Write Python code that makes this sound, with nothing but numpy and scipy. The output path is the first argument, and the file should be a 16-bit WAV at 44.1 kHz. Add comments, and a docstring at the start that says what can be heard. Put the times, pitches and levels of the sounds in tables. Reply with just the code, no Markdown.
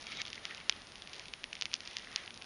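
"""A small twig fire in the snow, close to the microphone: sap pockets burst in pops and faint ticks.
At the fireside, dry sticks are gathered and laid on: they scrape, rub and tap, ringing in their woody
resonances, and a sleeve rustles with the handling. Behind it all lies the soft hiss of the flames.
The single microphone adds a thin, steady hiss of its own on top."""
import sys
import numpy as np
from scipy import signal
from scipy.fft import rfft, irfft, next_fast_len
from scipy.io import wavfile
from scipy.ndimage import uniform_filter1d, map_coordinates

SR = 44100
rng = np.random.default_rng(int(sys.argv[2]) if len(sys.argv) > 2 else 0)


def wrap_up_sound(samples):
    """Save the sound to the file named by the first command line argument, as 16-bit audio."""
    columns = np.atleast_2d(samples).T
    # keep every value between -1 and 1, then stretch to whole-number steps
    tamed = np.clip(columns, -1, 1)
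    steps = np.round(tamed * 32767).astype(np.int16)
    wavfile.write(sys.argv[1], SR, steps)


N = 108045

# Clear pops, close up: (time [s], peak [dB], treble tilt [dB], ring pitch [Hz], relative ring level [dB])
POPS = [(0.0115, -37, 23, 2990.0, -16), (0.023, -33, 12, 4870, -9), (0.0274, -34.5, 5, 2330.0, -6),
        (0.0416, -39, -2.4, 3810.0, 0), (0.0689, -30, 14, 2430, -1.5), (0.1202, -29, 4, 2240.0, -2.5),
        (0.1722, -27.5, 4, 2990.0, -19), (0.2176, -17.5, 3, 3750.0, -27), (0.253, -29.5, -8, 3250.0, 2.5),
        (0.2645, -29.5, 3, 1500, -15), (0.273, -30, -5, 2300.0, -16), (0.2808, -31.5, -10, 4600, -3),
        (0.303, -31.5, 5, 4520.0, -15), (0.3309, -23.5, -3, 2080, -16.6), (0.3361, -37, -8, 3010.0, -6.4),
        (0.3456, -36.8, 5, 3270.0, -5.5), (0.3555, -30.5, 0, 3380.0, -9.8), (0.358, -33, 0, 2000.0, -9),
        (0.429, -44, -14, 1510.0, -4), (0.4536, -19.5, -2.5, 3230, -28), (0.473, -41, 2, 3230, -2),
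        (0.5094, -33.5, -23, 3000, 3), (0.548, -27.3, 0, 3320, -21), (0.573, -36, 12, 3060.0, -5),
        (0.5794, -33, -25, 2530, -9), (0.6027, -32.5, -11, 3400, -16), (0.6964, -6, -0.5, 3800, -32),
        (0.7148, -35, -11.0, 2450.0, -5), (0.7244, -28.5, -12, 3170, 3.5),
        (0.7641, -34.5, -0.1, 2280.0, -10.4), (0.8194, -35, 5, 3420.0, -18),
        (0.8712, -34.5, 7, 4110.0, -18.2), (0.9205, -37.5, 0, 5170, -1.5), (0.9568, -30.7, -6, 2600, -25),
        (0.982, -38.7, 7, 2300.0, -14), (1.0214, -29.5, -3.5, 3320, -2.5), (1.0744, -29.5, -6, 2240.0, -24),
        (1.096, -38, 4.1, 2070.0, -10), (1.1333, -27.5, 1, 2410.0, -14), (1.1372, -30.5, -0.7, 2730.0, -19),
        (1.145, -35.1, 1, 4480.0, -18), (1.156, -37, 3, 4000, -4.5), (1.1644, -34.5, -1.5, 3530, -6.7),
        (1.1826, -35.3, -1, 3490.0, -13), (1.1961, -27.5, 6, 2280, -5.5), (1.2163, -42, -0.9, 4890.0, -8.7),
        (1.2392, -40, 1.8, 2330.0, -9.6), (1.2567, -33.5, -2, 2330, -5), (1.2836, -30, -3, 3250.0, -18.1),
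        (1.3376, -22, -9.5, 2240, -20), (1.436, -35, -15, 2540, -21), (1.4414, -20.5, -9.5, 1770, -14),
        (1.5315, -26.5, -1, 2480.0, -23), (1.5537, -28, 3, 2120, -8), (1.5914, -39, -1.4, 2000.0, -8),
        (1.6124, -18.5, 5.5, 4910.0, -33), (1.6228, -14, -3.2, 2690.0, -42), (1.6321, -31, -5, 3840, -9.1),
        (1.6561, -18, -4.5, 2350, -20), (1.6636, -37, 3, 2180, 3.5), (1.7158, -33, -6, 2370, -8),
        (1.7283, -35, 4, 1510.0, -13), (1.7339, -24.5, -14, 3600.0, -6), (1.7406, -11.5, 7, 3500, -42),
        (1.753, -31.5, 7, 2490, -6), (1.7566, -34, -1, 4030.0, -4.3), (1.765, -33, 0.3, 4220.0, -13),
        (1.8059, -27, -2.5, 3770, -9), (1.8348, -37, 0, 1810.0, -4.5), (1.8531, -37, -3, 5160, 0),
        (1.8599, -32, -9, 3080.0, -16), (1.8753, -25, 0.5, 4870.0, -6), (1.912, -34.5, 6, 2540, -9),
        (1.9324, -37, 11, 2820.0, -8), (1.9688, -17, 0.5, 1830, -21), (1.9853, -28, 12, 4030.0, -26),
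        (1.996, -34, -11, 3940.0, -10), (2.0232, -39.6, 8, 3120.0, -5), (2.044, -41, 2, 3500, -7.3),
        (2.047, -34, -6, 2410.0, -9), (2.116, -38, -1, 3400.0, -12), (2.1286, -35.5, 3, 2350.0, -3),
        (2.161, -11.5, 6.0, 3520, -28), (2.2377, -36.9, -4.4, 2430.0, -8), (2.261, -33, 0, 3420, -7),
        (2.2778, -28, -23, 2510, -24), (2.3069, -29, -12, 2880, -23), (2.3426, -33.1, 8, 4900, -8),
        (2.3599, -39.5, -0.7, 2540.0, -7), (2.3759, -31, 3, 3790.0, -20), (2.4168, -37, -22, 1980.0, -15),
        (2.4222, -28, -6, 4000, -9.7), (2.4333, -41, -0.1, 2650.0, -3), (2.4441, -36, -7, 1590.0, -9.3)]
def crackle(ticks_per_s=110, tick_floor_db=-54.5, tick_spread_db=10):
    """Sap pockets burst in the burning twigs: clear pops among many faint ticks at random."""
    gap, strength, tilt, pitch = rng.random((400, 4)).T
    times = np.cumsum(-np.log(gap + 1e-9)) / ticks_per_s
    peak_db = tick_floor_db + np.minimum(-tick_spread_db * np.log(strength + 1e-9), 10)
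    ticks = sap_bursts(times, peak_db, bright_db=14 * (tilt - .5), ring_hz=1800 + 3000 * pitch,
                       ring_db=np.full(len(times), -9.))
    return sap_bursts(*np.transpose(POPS)) + ticks


# Spectrum of one crack at the microphone: (frequency [Hz], level [dB])
CRACK_SPECTRUM = [(100, -19), (600, -18), (1200, -11.5), (1700, -12), (2600, -2.5), (3400, -1.5),
                  (4000, -5.5), (4800, -3), (5600, -6), (6900, -14.5), (7400, -25), (7900, -41.5),
                  (8900, -27), (10300, -43)]
def sap_bursts(times, peak_db, bright_db, ring_hz, ring_db, ring_t60_s=.007, echo_t60_s=.014):
    """Each burst is a suction-first crack, a brief ring of the twig and echoes off the wood pile."""
    size, body_hz, pivot_hz = 1024, 1080, 3730
    hz, t = np.fft.rfftfreq(size, 1 / SR), np.arange(size) / SR
    # Weaker pops have less body.
    body_db = .48 * np.maximum(peak_db, -30)[:, None] / (1 + (hz / body_hz) ** 4)
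    tilt_db = bright_db[:, None] / 2 * np.tanh(2 * np.log2((hz + 1) / pivot_hz))
    crack = -irfft(minimum_phase(along(CRACK_SPECTRUM, hz) + body_db + tilt_db))
    crack /= crack.max(1, keepdims=True)
    onset = 1 - np.exp(-(t / .0004) ** 2)
    ring_gain = amp(ring_db[:, None] + 2 - 60 * t / ring_t60_s) * onset
    ring = ring_gain * np.sin(2 * np.pi * ring_hz[:, None] * t)
    scatter = rng.standard_normal(crack.shape) * onset * amp(-28 - 60 * t / echo_t60_s)
    echoes = irfft(rfft(scatter) * rfft(crack))
    pops = amp(peak_db)[:, None] * (crack + ring + echoes)
    starts = np.round(times * SR).astype(int) - crack.argmax(1)  # each crack peaks at its time
    samples = np.clip(starts[:, None] + np.arange(size), 0, N)
    return np.bincount(samples.ravel(), pops.ravel(), N + 1)[:N]


# Resonances of the dry sticks at the fireside: (frequency [Hz], width [Hz], level [dB])
STICK_MODES = [(1260, 210, -7.5), (1900, 360, 1), (2340, 270, -4.5), (2860, 650, -5), (3450, 1000, -3.5),
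               (4850, 1600, -17.5), (5370, 1700, -16.5)]
# Loudness of the handling: (time [s], level [dB])
RUSTLE_LEVEL = [(0, -50), (.06, -62), (.075, -52), (.11, -50), (.13, -48), (.15, -49.5), (.18, -50.5),
                (.2, -44), (.212, -42.5), (.23, -62.5), (.27, -52.5), (.33, -60), (.38, -53.5), (.41, -64),
                (.45, -49.5), (.48, -50.5), (.51, -49), (.55, -56), (.6, -55.5), (.64, -64), (.75, -52.5),
                (.9, -68.5), (1.15, -55), (1.3, -60.5), (1.5, -65), (1.58, -57), (1.7, -62), (1.76, -61),
                (1.81, -61.5), (1.9, -53), (2.0, -54), (2.08, -59.5), (2.13, -52.5), (2.18, -48.5),
                (2.24, -55.5), (2.3, -63), (2.45, -83)]
# Brightness of the handling: (time [s], tilt [dB per octave])
RUSTLE_TILT = [(0, 4), (.15, 6.5), (.3, -1), (.4, -2.5), (.6, -1), (.9, -2.5), (1.5, 3.5), (1.9, 4),
               (2.15, -3.5), (2.45, -4)]
def stick_rustle(scrapes_per_s=1500, pivot_hz=2800, cutoff_hz=6800):
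    """Small scrapes and smooth friction ring the sticks; which resonance leads keeps changing."""
    rustle = np.zeros(N)
    for hz, width_hz, db in STICK_MODES:
        catches = rng.random(N) < scrapes_per_s / SR
        scrapes = catches * amp(2 * rng.exponential(size=N)) * rng.standard_normal(N)
        friction = unit(scrapes) + rng.standard_normal(N)
        wander_db = 2.1 * map_coordinates(rng.standard_normal(60), [np.arange(N) * 20 / SR])
        tilt_db = curve(RUSTLE_TILT) * np.log2(hz / pivot_hz)
        rustle += amp(db + tilt_db + wander_db) * resonance(friction, hz, width_hz)
    rustle = filtered(rustle, lambda f: 1 / (1 + (f / cutoff_hz) ** 16))
    return unit(rustle) * amp(curve(RUSTLE_LEVEL))


# Resonances of one dragged stick: (frequency [Hz], width [Hz], level [dB], group [0 low, 1 high])
DRAG_MODES = [(1310, 160, -12.5, 0), (2220, 67, 0.5, 0), (3310, 130, -4.5, 1), (3770, 160, -2.5, 1)]
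# Friction along the pull: (time [s], low group level [dB], high group level [dB])
DRAG_FRICTION = [(0.055, -70, -62), (0.069, -53, -49), (0.093, -49, -57), (0.121, -44, -58),
                 (0.149, -51, -59), (0.173, -54, -48), (0.187, -40.5, -51), (0.201, -45.5, -36),
                 (0.221, -46, -55), (0.225, -52, -58)]
def stick_drag(gain_db=-2.5):
    """One stick is pulled out of the pile: friction noise sings in its narrow modes."""
    times, *group_levels = np.transpose(DRAG_FRICTION)
    t, drag = np.arange(N) / SR, np.zeros(N)
    for hz, width_hz, db, group in DRAG_MODES:
        rub_db = np.interp(t, times, group_levels[round(group)], left=-120, right=-120)
        friction = rng.standard_normal(N) ** 3  # cubed for a gritty grain
        ring = resonance(resonance(friction, hz, width_hz), hz, width_hz=900)
        drag += amp(gain_db + db + rub_db) * unit(ring)
    return drag


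# Taps in the wood pile: (time [s], level [dB], pitch [Hz], time to fall 60 dB [s])
TAPS = [(0.1274, -37.5, 2800, 0.01), (.3785, -35.5, 1930, 0.0069), (.5028, -42.5, 2130, 0.016),
        (.5110, -44, 1840, 0.016), (.5240, -47, 1880, 0.018), (.6110, -43, 2290, 0.017),
        (1.5293, -34, 2630, 0.011), (1.5288, -38, 4200, 0.0072), (1.5300, -39.5, 5220, 0.0076),
        (1.567, -39, 2580, 0.011), (2.0720, -38, 1900, 0.0083), (2.1760, -47, 2170, 0.031)]
def stick_taps(rise_s=.00048, roughness=.6):
    """Sticks tap each other softly: one woody mode each, roughened by random flutter."""
    taps, t = np.zeros(N + SR), np.arange(SR // 20) / SR
    for start, db, hz, t60 in TAPS:
        window = np.hanning(round(3 * SR / hz))[None]  # three cycles long
        flutter = roughness * unit(signal.fftconvolve(rng.standard_normal((2, len(t))), window, "same"))
        phase = 2 * np.pi * hz * t
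        ring = (1 + flutter[0]) * np.sin(phase) + flutter[1] * np.cos(phase)
        envelope = amp(db + 5 - 60 * t / t60) * (1 - np.exp(-t / rise_s))
        taps[round(start * SR):][:len(t)] += envelope * ring
    return taps[:N]


# Spectrum of the flames, close up: (frequency [Hz], relative level [dB])
FLAME_SPECTRUM = [(15, -33), (25, 1), (69, -0.5), (172, -1.5), (214, 0.5), (308, -2.5), (511, -4),
                  (605, -3), (1310, -5), (3440, -6.5), (5440, -11.5), (6760, -15.5), (8000, -35),
                  (10400, -67), (17600, -120)]
# Slow drift of the flames: (time [s], level before gain [dB])
FLAME_LEVEL = [(0.0, -59), (1.69, -62), (2.15, -60), (2.45, -61)]
def flames(gain_db=5):
    """The flames make a soft, broad, nearly even hiss behind the crackle."""
    return amp(curve(FLAME_LEVEL) + gain_db) * patchy_noise(FLAME_SPECTRUM, patchy_db=1.0)


# Spectrum of rubbing cloth: (frequency [Hz], relative level [dB])
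CLOTH_SPECTRUM = [(40, -5.5), (200, 1.5), (600, 1.5), (1100, -5), (2000, -26.5)]
# Loudness of the sleeve at the microphone: (time [s], level [dB])
SLEEVE_LEVEL = [(0, -73), (.2, -65), (.4, -69), (.5, -58), (.6, -70), (1.0, -78), (1.18, -60.5), (1.3, -72),
                (1.95, -75), (2.15, -67), (2.45, -69)]
def sleeve():
    """A moving sleeve rubs in faint, dull swells."""
    return amp(curve(SLEEVE_LEVEL)) * patchy_noise(CLOTH_SPECTRUM, patchy_db=3.5)


# Self-noise of the microphone: (frequency [Hz], relative level [dB])
HISS_SPECTRUM = [(7900, -36), (8300, -8.5), (8700, -4), (9500, -2), (10200, 3), (10500, -16.5)]
def microphone_hiss(rms_db=-70):
    """The microphone's own thin, steady hiss, high in the treble."""
    return amp(rms_db) * patchy_noise(HISS_SPECTRUM, patchy_db=2.3)


def amp(db):
    """Decibels to gain."""
    return 10 ** (np.asarray(db) / 20)


def unit(x):
    """x scaled to rms 1."""
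    return x / np.sqrt(np.mean(x ** 2) + 1e-20)


def along(points, hz):
    """(frequency, value) points read at hz on a log axis."""
    freqs, values = np.transpose(points)
    return np.interp(np.log(hz + 1), np.log(freqs + 1), values)


def curve(rows):
    """(time, value) rows drawn out to one value per sample."""
    return np.interp(np.arange(N) / SR, *np.transpose(rows))


def filtered(x, response):
    """x through a complex frequency response."""
    size = next_fast_len(N + 8192)
    return irfft(rfft(x, size) * response(np.fft.rfftfreq(size, 1 / SR)), size)[..., :N]


def resonance(x, hz, width_hz):
    """x through one damped mode."""
    return filtered(x, lambda f: 1j * f * width_hz / (hz ** 2 - f * f + 1j * f * width_hz))


def patchy_noise(spectrum, patchy_db):
    """Coloured noise of rms 1, its gain varying in random patches of time and frequency."""
    cells = signal.stft(rng.standard_normal(N + 512), nperseg=512)[2]
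    patches = uniform_filter1d(uniform_filter1d(rng.standard_normal(cells.shape), 6, 0), 10, 1)
    noise = signal.istft(cells * amp(patchy_db * unit(patches)), nperseg=512)[1][:N]
    colour = [(0.87, -91)] + list(spectrum) + [(22000, -150)]
    return unit(filtered(noise, lambda hz: amp(along(colour, hz))))


def minimum_phase(db):
    """Causal responses for rows of gains in dB."""
    cepstrum = irfft(db * np.log(10) / 20)
    half = cepstrum.shape[1] // 2
    cepstrum[:, 1:half] *= 2
    cepstrum[:, half + 1:] = 0
    return np.exp(rfft(cepstrum))


def scene():
    """The fireside from close by, in mono: crackle and sticks in front, sleeve and flames behind."""
    background = flames() + sleeve()
    return (crackle() + stick_rustle() + stick_drag() + stick_taps() + background)[None]


def record(dry):
    """The microphone adds its hiss and cuts off steeply at the top of its band."""
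    top_hz = 10550
    return filtered(dry + microphone_hiss(), lambda hz: 1 / (1 + (hz / top_hz) ** 90))


dry = scene()
out = record(dry)
wrap_up_sound(out)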